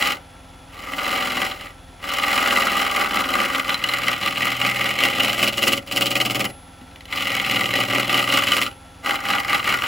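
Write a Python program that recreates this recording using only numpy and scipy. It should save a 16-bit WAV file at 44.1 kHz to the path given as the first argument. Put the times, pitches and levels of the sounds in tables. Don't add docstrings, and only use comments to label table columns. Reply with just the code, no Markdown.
import sys
import numpy as np
from scipy import signal
from scipy.fft import rfft, irfft
from scipy.io import wavfile
from scipy.ndimage import uniform_filter1d

SR = 44100
rng = np.random.default_rng(int(sys.argv[2]) if len(sys.argv) > 2 else 0)


def master(y):
    cut = np.clip(np.atleast_2d(y).T, -1, 1)
    pcm = np.round(cut * 32767)
    wavfile.write(sys.argv[1], SR, pcm.astype(np.int16))


N = 435266
TIME = np.arange(N) / SR
FILTER_HZ = np.fft.rfftfreq(8192, 1 / SR)
SCENE_HZ = np.fft.rfftfreq(N, 1 / SR)


def amp(db):
    return 10 ** (np.asarray(db) / 20)


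def unit(x):
    return x / np.sqrt(np.mean(x ** 2) + 1e-20)


def read(points, hz):
    f, value = np.transpose(points)
    return np.interp(np.log(hz + 1), np.log(f), value)


def follow(table, column):
    rows = np.array(table)
    return np.interp(TIME, rows[:, 0], rows[:, column])


def band(low_hz, high_hz):
    low_cut = 1 + (low_hz / (FILTER_HZ + 1)) ** 20
    high_cut = 1 + (FILTER_HZ / high_hz) ** 20
    return 1 / np.sqrt(low_cut * high_cut)


def peaks(modes, steepness=1.217):
    power = 0
    for hz, width, db in modes:
        detuning = 2 * (FILTER_HZ - hz) / width
        power = power + amp(db) ** 2 / (1 + detuning ** 2) ** steepness
    return np.sqrt(power)


def colour(x, gain):
    cepstrum = irfft(np.log(np.maximum(gain / gain.max(), 1e-5)))
    cepstrum[1:len(FILTER_HZ) - 1] *= 2
    cepstrum[len(FILTER_HZ):] = 0
    ring = irfft(np.exp(rfft(cepstrum)))
    return signal.oaconvolve(x, unit(ring) / np.sqrt(len(ring)))[:N]


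def drift(rate_hz):
    spectrum = rfft(rng.standard_normal(N))
    return unit(irfft(spectrum / (1 + (SCENE_HZ / rate_hz) ** 4), N))


def steady(x, span):
    return x / np.sqrt(np.abs(uniform_filter1d(x ** 2, int(span * SR))) + 1e-12)


def bursts(events, decay):
    out, t = np.zeros(N + SR), np.arange(SR // 50) / SR
    for s, db, *_ in events:
        start = int(s * SR)
        out[start:start + len(t)] += amp(db) * np.exp(-t / decay) * rng.standard_normal(len(t))
    return out[:N]


# (time [s], speed [turns/s])
SPINDLE_SPEED = [(0.0, 20.721), (0.6, 20.981), (1.2, 20.685), (1.8, 20.929), (2.9, 20.416), (4.0, 20.659),
                 (5.5, 20.559), (6.3, 20.781), (6.8, 20.978), (7.6, 20.599), (8.4, 20.541), (8.95, 20.959),
                 (9.45, 20.443), (9.87, 20.796)]


def spin():
    return np.cumsum(follow(SPINDLE_SPEED, column=1)) / SR


# (frequency [Hz], density [dB per Hz])
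WHIR_SPECTRUM = [(30, -15), (60, 13), (140, -10.5), (270, 4), (420, -4.5), (530, -4.5), (800, 3.5),
                 (1000, -4.5), (2800, -7.5), (5000, -14.5), (16000, -25)]
# (frequency [Hz], rms level [dB])
MACHINE_TONES = [(41.4, -53.5), (163, -55.5), (264, -57), (517, -57.5), (1346, -62), (3413, -61),
                 (9959, -62), (10045, -64)]


def machine(turns, knock_angle=0.318, knock_hz=87, knock_decay=0.012, knock_db=-37, whir_db=-47.5, swish=0.1):
    mean_speed = np.mean(np.array(SPINDLE_SPEED)[:, 1])
    since = ((turns - knock_angle) % 1) / mean_speed
    knock = amp(knock_db) * np.sin(2 * np.pi * knock_hz * since) * np.exp(-since / knock_decay)
    whir = unit(colour(rng.standard_normal(N), amp(read(WHIR_SPECTRUM, FILTER_HZ)) * band(28, 17000)))
    whir *= amp(whir_db) * (1 + swish * np.cos(2 * np.pi * (turns - knock_angle)))
    hum = np.zeros(N)
    for hz, db in MACHINE_TONES:
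        wobble = min(hz / 200, 1) * drift(rate_hz=16.4)
        hum += amp(db) * np.sqrt(2) * np.sin(2 * np.pi * hz * TIME + wobble)
    return knock + whir + hum


# (start time [s], end time [s])
CUTTING_PASSES = [(-0.1, 0.13), (0.675, 1.704), (1.99, 5.771), (5.835, 6.452), (7.075, 8.652),
                  (9.022, 9.994)]
# (time of deepest cut [s], length at half power [s], level [dB])
HAND_PUSHES = [(0.035, 0.14, -20), (0.959, 0.26, -35), (1.164, 0.26, -24), (1.42, 0.12, -24),
               (1.629, 0.088, -36), (2.144, 0.17, -27), (2.338, 0.23, -21), (2.565, 0.19, -20),
               (2.8, 0.17, -22), (3.002, 0.1, -21.5), (3.174, 0.087, -22), (3.388, 0.17, -22.5),
               (3.571, 0.07, -23.5), (3.711, 0.068, -23.5), (3.927, 0.16, -25), (4.095, 0.082, -22),
               (4.262, 0.072, -22.5), (4.455, 0.14, -22.5), (4.658, 0.079, -20), (4.843, 0.15, -22.5),
               (5.047, 0.08, -19), (5.246, 0.16, -20.5), (5.445, 0.076, -18.5), (5.675, 0.13, -19.5),
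               (6.007, 0.11, -21.5), (6.199, 0.15, -23.5), (6.407, 0.15, -25.0), (7.22, 0.2, -25),
               (7.358, 0.097, -24.5), (7.565, 0.19, -21.5), (7.787, 0.083, -20.5), (7.964, 0.1, -20),
               (8.163, 0.11, -18.5), (8.35, 0.09, -17.5), (8.546, 0.19, -21), (9.084, 0.11, -22),
               (9.333, 0.11, -22.0), (9.534, 0.08, -21), (9.711, 0.087, -21), (9.849, 0.053, -24.0)]
ENTER_S, LEAVE_S = 0.064, 0.036


def feed():
    contact = np.zeros(N)
    for start, end in CUTTING_PASSES:
        sink_in = np.clip((TIME - start) / ENTER_S, 0, 1)
        contact += sink_in * np.exp(-np.maximum(TIME - end, 0) / LEAVE_S)
    t = TIME[::100]
    power = sum(amp(db) ** 2 * .5 ** ((2 * (t - s) / length) ** 2) for s, length, db in HAND_PUSHES)
    return contact * np.sqrt(np.interp(TIME, t, power)) + 1e-5


# (time [s], place [0 where the second pass starts, 1 at the rim])
EDGE_PLACE = [(0.15, 0.16), (0.7, 0), (2.0, 0.36), (3.3, 0.14), (3.7, 0.46), (5.1, 0.65), (5.5, 0.87),
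              (5.9, 0.96), (6.5, 0.95), (7.1, .55), (8.0, .67), (8.3, 0.73), (8.65, .85), (9.05, 0.47),
              (9.87, 0.6)]


def edge_place():
    return follow(EDGE_PLACE, column=1)


def past_place(first, full):
    return np.clip((edge_place() - first) / max(full - first, .01), 0, 1)


# (angle [turns], length [turns], from [place], to [place],
# snap level [dB], push on the shank [dB]); both levels are relative to the even force between ridges
BLANK_RIDGES = [(0.015, 0.25, -0.2, 0.33, 5, -2), (0.022, 0.051, 0.37, 0.9, 9.5, 9),
                (0.163, 0.18, -0.2, 0.56, 8.5, 13), (0.159, 0.07, 0.537, 0.73, 14.5, 19),
                (0.19, 0.14, 0.73, 0.93, 14, 20.5), (0.185, 0.11, 0.983, 1.2, 25.5, 30),
                (0.338, 0.049, 0.823, 0.94, 19, 14), (0.375, 0.2, 0.93, 1.2, 18.5, 18),
                (0.468, 0.2, -0.2, 1.2, 11.5, 15.5), (0.487, 0.04, 0.36, 0.518, 15, 3),
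                (0.685, 0.062, -0.2, 0.9, 6.5, 7), (0.77, 0.033, -0.2, 0.38, 13.5, 17)]
TWIST_TURNS = 0.048
RIDGE_RISE_TURNS, RIDGE_TAPER = 0.009, 0.084


def ridges(turns, column):
    place, power = edge_place(), np.ones(N)
    for row in BLANK_RIDGES:
        angle, length, first, last = row[:4]
        present = np.clip(np.minimum(place - first, last - place) / RIDGE_TAPER + .5, 0, 1)
        near = present > 0
        past = (turns[near] - angle - TWIST_TURNS * place[near]) % 1
        strike = (1 - np.exp(-past / RIDGE_RISE_TURNS)) * np.exp(-past / length)
        power[near] += present[near] * (amp(row[column]) * strike) ** 2
    return np.sqrt(power)


def surface(turns, memory, spread_db, density, size=2140):
    shape = (int(turns[-1]) + 1, size)
    fresh = rng.standard_normal(shape)
    fibres = signal.lfilter([np.sqrt(1 - memory ** 2)], [1, -memory], fresh, axis=0)
    sizes = amp(spread_db * np.minimum(rng.exponential(1, N), 4))
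    snaps = sizes * (rng.random(N) < density)
    return unit(fibres.ravel()[(turns * size).astype(int)] * snaps)


def chips(per_s, decay, size_db):
    sizes = amp(size_db * np.minimum(rng.exponential(1, N), 3))
    starts = sizes * (rng.random(N) < per_s / SR)
    return 1.43 + signal.lfilter([1], [1, -np.exp(-1 / (decay * SR))], starts)


# (frequency [Hz], width [Hz], relative level [dB])
BED_MODES = [(121.4, 13.3, 0)]


def ring_bed(grain):
    return steady(colour(grain, peaks(BED_MODES) * band(86, 184)), span=0.11)


# (frequency [Hz], width [Hz], relative level [dB])
BLANK_MODES = [(197.4, 39, 0.5), (266, 47, 1), (328.5, 52, -4), (494, 160, -9.5), (566, 51, 2),
               (668, 17, -3.5), (781, 66, 3)]


def ring_blank(grain, snap):
    return steady(colour(grain * snap ** 0.47, peaks(BLANK_MODES) * band(197, 1070)), span=0.115)


# (frequency [Hz], width [Hz], relative level [dB])
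SHANK_MODES = [(1005, 39, -14.5), (1159, 44, -2.5), (1223.5, 56, 0.5), (1400, 113, -8.5),
               (1603, 250, -10.5)]


def ring_shank(fibres, push, breaks):
    return steady(colour(fibres * push * breaks ** 0.39, peaks(SHANK_MODES) * band(760, 1700)), span=0.119)


WANDER_DB, WANDER_HZ, WANDER_SPLIT_HZ = 1, 7.1, 2400


def wander(x):
    low = irfft(rfft(x) / (1 + (SCENE_HZ / WANDER_SPLIT_HZ) ** 16), N)
    tip = amp(WANDER_DB * drift(rate_hz=WANDER_HZ))
    return low / tip + (x - low) * tip


# (frequency [Hz], width [Hz], relative level [dB])
EDGE_MODES = [(1941, 45, 3), (2046, 140, 1.5), (2233, 89, -3.5), (2433, 70, -6), (2630, 300, -5.5),
              (2866, 78, 0), (3010, 89, -2), (3110, 410, -7.5), (3470, 24, -6), (4012, 174, -7.5)]


def ring_edge(fibres, snap, breaks):
    scrape = colour(fibres * snap * breaks, peaks(EDGE_MODES) * band(1820, 5450))
    return amp(-1.3) * steady(wander(scrape), span=0.075)


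# (frequency [Hz], relative density [dB per Hz])
SPRAY_SPECTRUM = [(4300, 6.5), (5200, 5.5), (6100, 0), (7300, 2), (9600, 1), (14000, 0.5), (15000, 0.5),
                  (16000, 1)]
SPRAY_DB, SPRAY_RIM_DB, RIM_FROM = -9.5, 7, 0.7


def spray_chips(dust, snap, crumbs):
    spectrum = amp(read(SPRAY_SPECTRUM, FILTER_HZ)) * band(4180, 18000)
    hiss = steady(colour(dust * snap * crumbs ** 0.68, spectrum), span=0.195)
    return amp(SPRAY_DB + SPRAY_RIM_DB * past_place(RIM_FROM, 1)) * hiss


HEAVY_DECAY_S, HEAVY_TAIL_DB = 0.031, -4


def ring_out(level):
    keep = np.exp(-1 / (HEAVY_DECAY_S * SR))
    return amp(HEAVY_TAIL_DB) * signal.lfilter([1 - keep], [1, -keep], level)


# (time [s], bed level [dB], blank level [dB], shank level [dB])
PART_LEVELS = [(0.05, -27, -11, -6), (1.0, -36, -7, -2.5), (1.5, -26, -6.5, -5.5), (2.15, -33, -9.5, -4),
               (3.37, -25.5, -6, -1), (3.9, -21, -10.5, -4.5), (4.7, -15.5, -9.5, -6),
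               (5.1, -20.5, -7.5, -7.5), (6.0, -17.5, -4, -7), (6.45, -10, -0.5, -5), (7.1, -24, -12.5, -7),
               (7.35, -19, -10, -8.5), (7.87, -13.5, -5, -7), (8.5, -22.5, -9.5, -3.5),
               (9.12, -23, -8, -2.5), (9.87, -20, -12, -2.5)]


def cutting(turns):
    bite = feed()
    bed_gain, blank_gain, shank_gain = (amp(follow(PART_LEVELS, column=k)) for k in (1, 2, 3))
    inertia = np.clip(uniform_filter1d(bite, SR // 4) / bite, .25, 2) ** 0.5
    snap, push = ridges(turns, column=4), ridges(turns, column=5)
    fibres = surface(turns, memory=0.72, spread_db=2.07, density=.3)
    grain = surface(turns, memory=0.844, spread_db=1, density=0.94)
    dust = surface(turns, memory=0.14, spread_db=-3.5, density=.6)
    breaks = chips(per_s=170, decay=0.0034, size_db=0.5)
    crumbs = chips(per_s=360, decay=0.0048, size_db=-3.0)
    heavy = inertia * (bed_gain * ring_bed(grain)) + blank_gain * ring_blank(grain, snap)
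    light = shank_gain * ring_shank(fibres, push, breaks) + ring_edge(fibres, snap, breaks)
    light += spray_chips(dust, snap, crumbs)
    return np.maximum(bite, ring_out(bite)) * heavy + bite * light


# (place [as in EDGE_PLACE], reach [places], frequency [Hz], width [Hz], boost [dB])
DRIVEN_SPOTS = [(0.05, 0.25, 235, 52, 3), (0.6, 0.1, 199, 32, 3.5), (0.574, 0.082, 2190, 400, 3.5),
                (0.51, 0.061, 800, 110, 3.5)]


def sweet_spots(x):
    place, spectrum, out = edge_place(), rfft(x), x
    for best, reach, hz, width, db in DRIVEN_SPOTS:
        resonance = irfft(spectrum / (1 + 2j * (SCENE_HZ - hz) / width), N)
        out = out + (amp(db) - 1) * np.exp(-((place - best) / reach) ** 2) * resonance
    return out


# (frequency [Hz], level against the direct sound [dB])
ROOM_SPECTRUM = [(100, -20), (600, -6.5), (1400, -3.5), (2500, -13), (5000, -30), (16000, -29)]


def workshop(x, t60=0.061, delay=0.0097):
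    t = TIME[:SR // 2]
    tails = rng.standard_normal((2, len(t))) * np.exp(-np.log(1000) * t / t60) * (t > delay)
    tails /= np.linalg.norm(tails, axis=1, keepdims=True)
    tails = irfft(rfft(tails) * amp(read(ROOM_SPECTRUM, np.fft.rfftfreq(len(t), 1 / SR))))
    return signal.oaconvolve(x[None], tails, axes=1)[:, :N]


def tick(blows):
    return colour(blows, peaks(EDGE_MODES) * band(1100, 7200) + amp(-23.0) * band(3220, 22000))


# (time [s], relative level [dB])
RIDGE_GRAZES = [(0.5644, -53), (6.8134, -34), (6.8644, -41), (6.9117, -36), (6.9591, -28), (7.007, -25),
                (7.0549, -22)]


def grazes():
    return tick(amp(-7.5) * bursts(RIDGE_GRAZES, decay=0.0038))


# (time [s], relative level [dB], ring [Hz])
TORN_SPLINTERS = [(3.693, -3, 1980), (3.7439, -1.5, 4050), (3.8397, 2, 2910), (3.8881, -6, 4080),
                  (3.9365, -1, 2020), (4.0816, -5, 1990), (4.406, -8, 1890), (4.8906, -9, 2250),
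                  (4.9883, -0.5, 2230), (5.0365, 2.5, 2760), (5.203, 2, 2880), (5.5802, -3, 2920),
                  (5.7213, -4.5, 2980), (6.1542, -2, 2470), (6.2018, -2, 2860), (6.4433, -10, 2980),
                  (7.3986, -6, 2180), (7.7383, -3, 1937), (8.4698, -6, 3010), (8.5195, 2, 3010),
                  (8.6158, -1, 2045), (9.5307, -8, 1940), (9.6749, -4.5, 1905)]


def splinters(ring_db=-12, ring_decay=0.0073):
    rings, t = np.zeros(N + SR), TIME[:SR // 20]
    for s, db, hz in TORN_SPLINTERS:
        start = int(s * SR)
        rings[start:start + len(t)] += amp(db + ring_db) * np.sin(2 * np.pi * hz * t) * np.exp(-t / ring_decay)
    return rings[:N] + tick(amp(-13.0) * bursts(TORN_SPLINTERS, decay=0.0031))


# (frequency [Hz], gain [dB])
RIM_TONE = [(400, 1.5), (570, 0), (780, -8.5), (1200, -1.5), (1850, -4), (2850, 3.5), (4000, -1.5)]
COLOUR_FROM, COLOUR_FULL = 0.47, 1


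def near_rim(x):
    at_rim = irfft(rfft(x) * amp(read(RIM_TONE, SCENE_HZ)), N)
    return x + past_place(COLOUR_FROM, COLOUR_FULL) * (at_rim - x)


# (time [s], level [dB])
BAR_BOUNCES = [(6.202, -52), (6.443, -42), (8.616, -47)]


def steel(ring_hz=11009, t60=0.98):
    out, t = np.zeros(N + SR), TIME[:SR]
    ring = np.sin(2 * np.pi * ring_hz * t) * np.exp(-np.log(1000) * t / t60)
    for s, db in BAR_BOUNCES:
        start = int(s * SR)
        out[start:start + SR] += amp(db) * ring
    return out[:N]


def bump(s=6.816, hz=255, decay=0.025, db=-34):
    t = np.maximum(TIME - s, 0)
    return amp(db) * np.sin(2 * np.pi * hz * t) * np.exp(-t / decay)


def scene():
    turns = spin()
    cut = sweet_spots(near_rim(cutting(turns)))
    direct = machine(turns) + cut + grazes() + splinters() + steel() + bump()
    return direct * amp([[.2], [-.2]]) + workshop(direct)


# (frequency [Hz], phase [radians])
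PORT_LEAD = [(1000, 0), (1280, .6), (1900, .05), (7400, 0), (8300, -1.9), (9000, -3.14), (11000, -6.2),
             (13300, -9.4), (15100, -12.5)]
CUTOFF_HZ = 15850


def record(dry):
    lead = read(PORT_LEAD, SCENE_HZ)
    pair = irfft(rfft(dry) * np.exp(.5j * np.array([lead, -lead])), N)
    pair = signal.sosfilt(signal.butter(6, 34, "highpass", fs=SR, output="sos"), pair)
    pair = pair / (1 + (pair / .88) ** 6) ** (1 / 6)
    low_pass = signal.firwin(511, CUTOFF_HZ, window=("kaiser", 9), fs=SR)
    return signal.oaconvolve(pair, low_pass[None], "same")


dry = scene()
out = record(dry)
master(out)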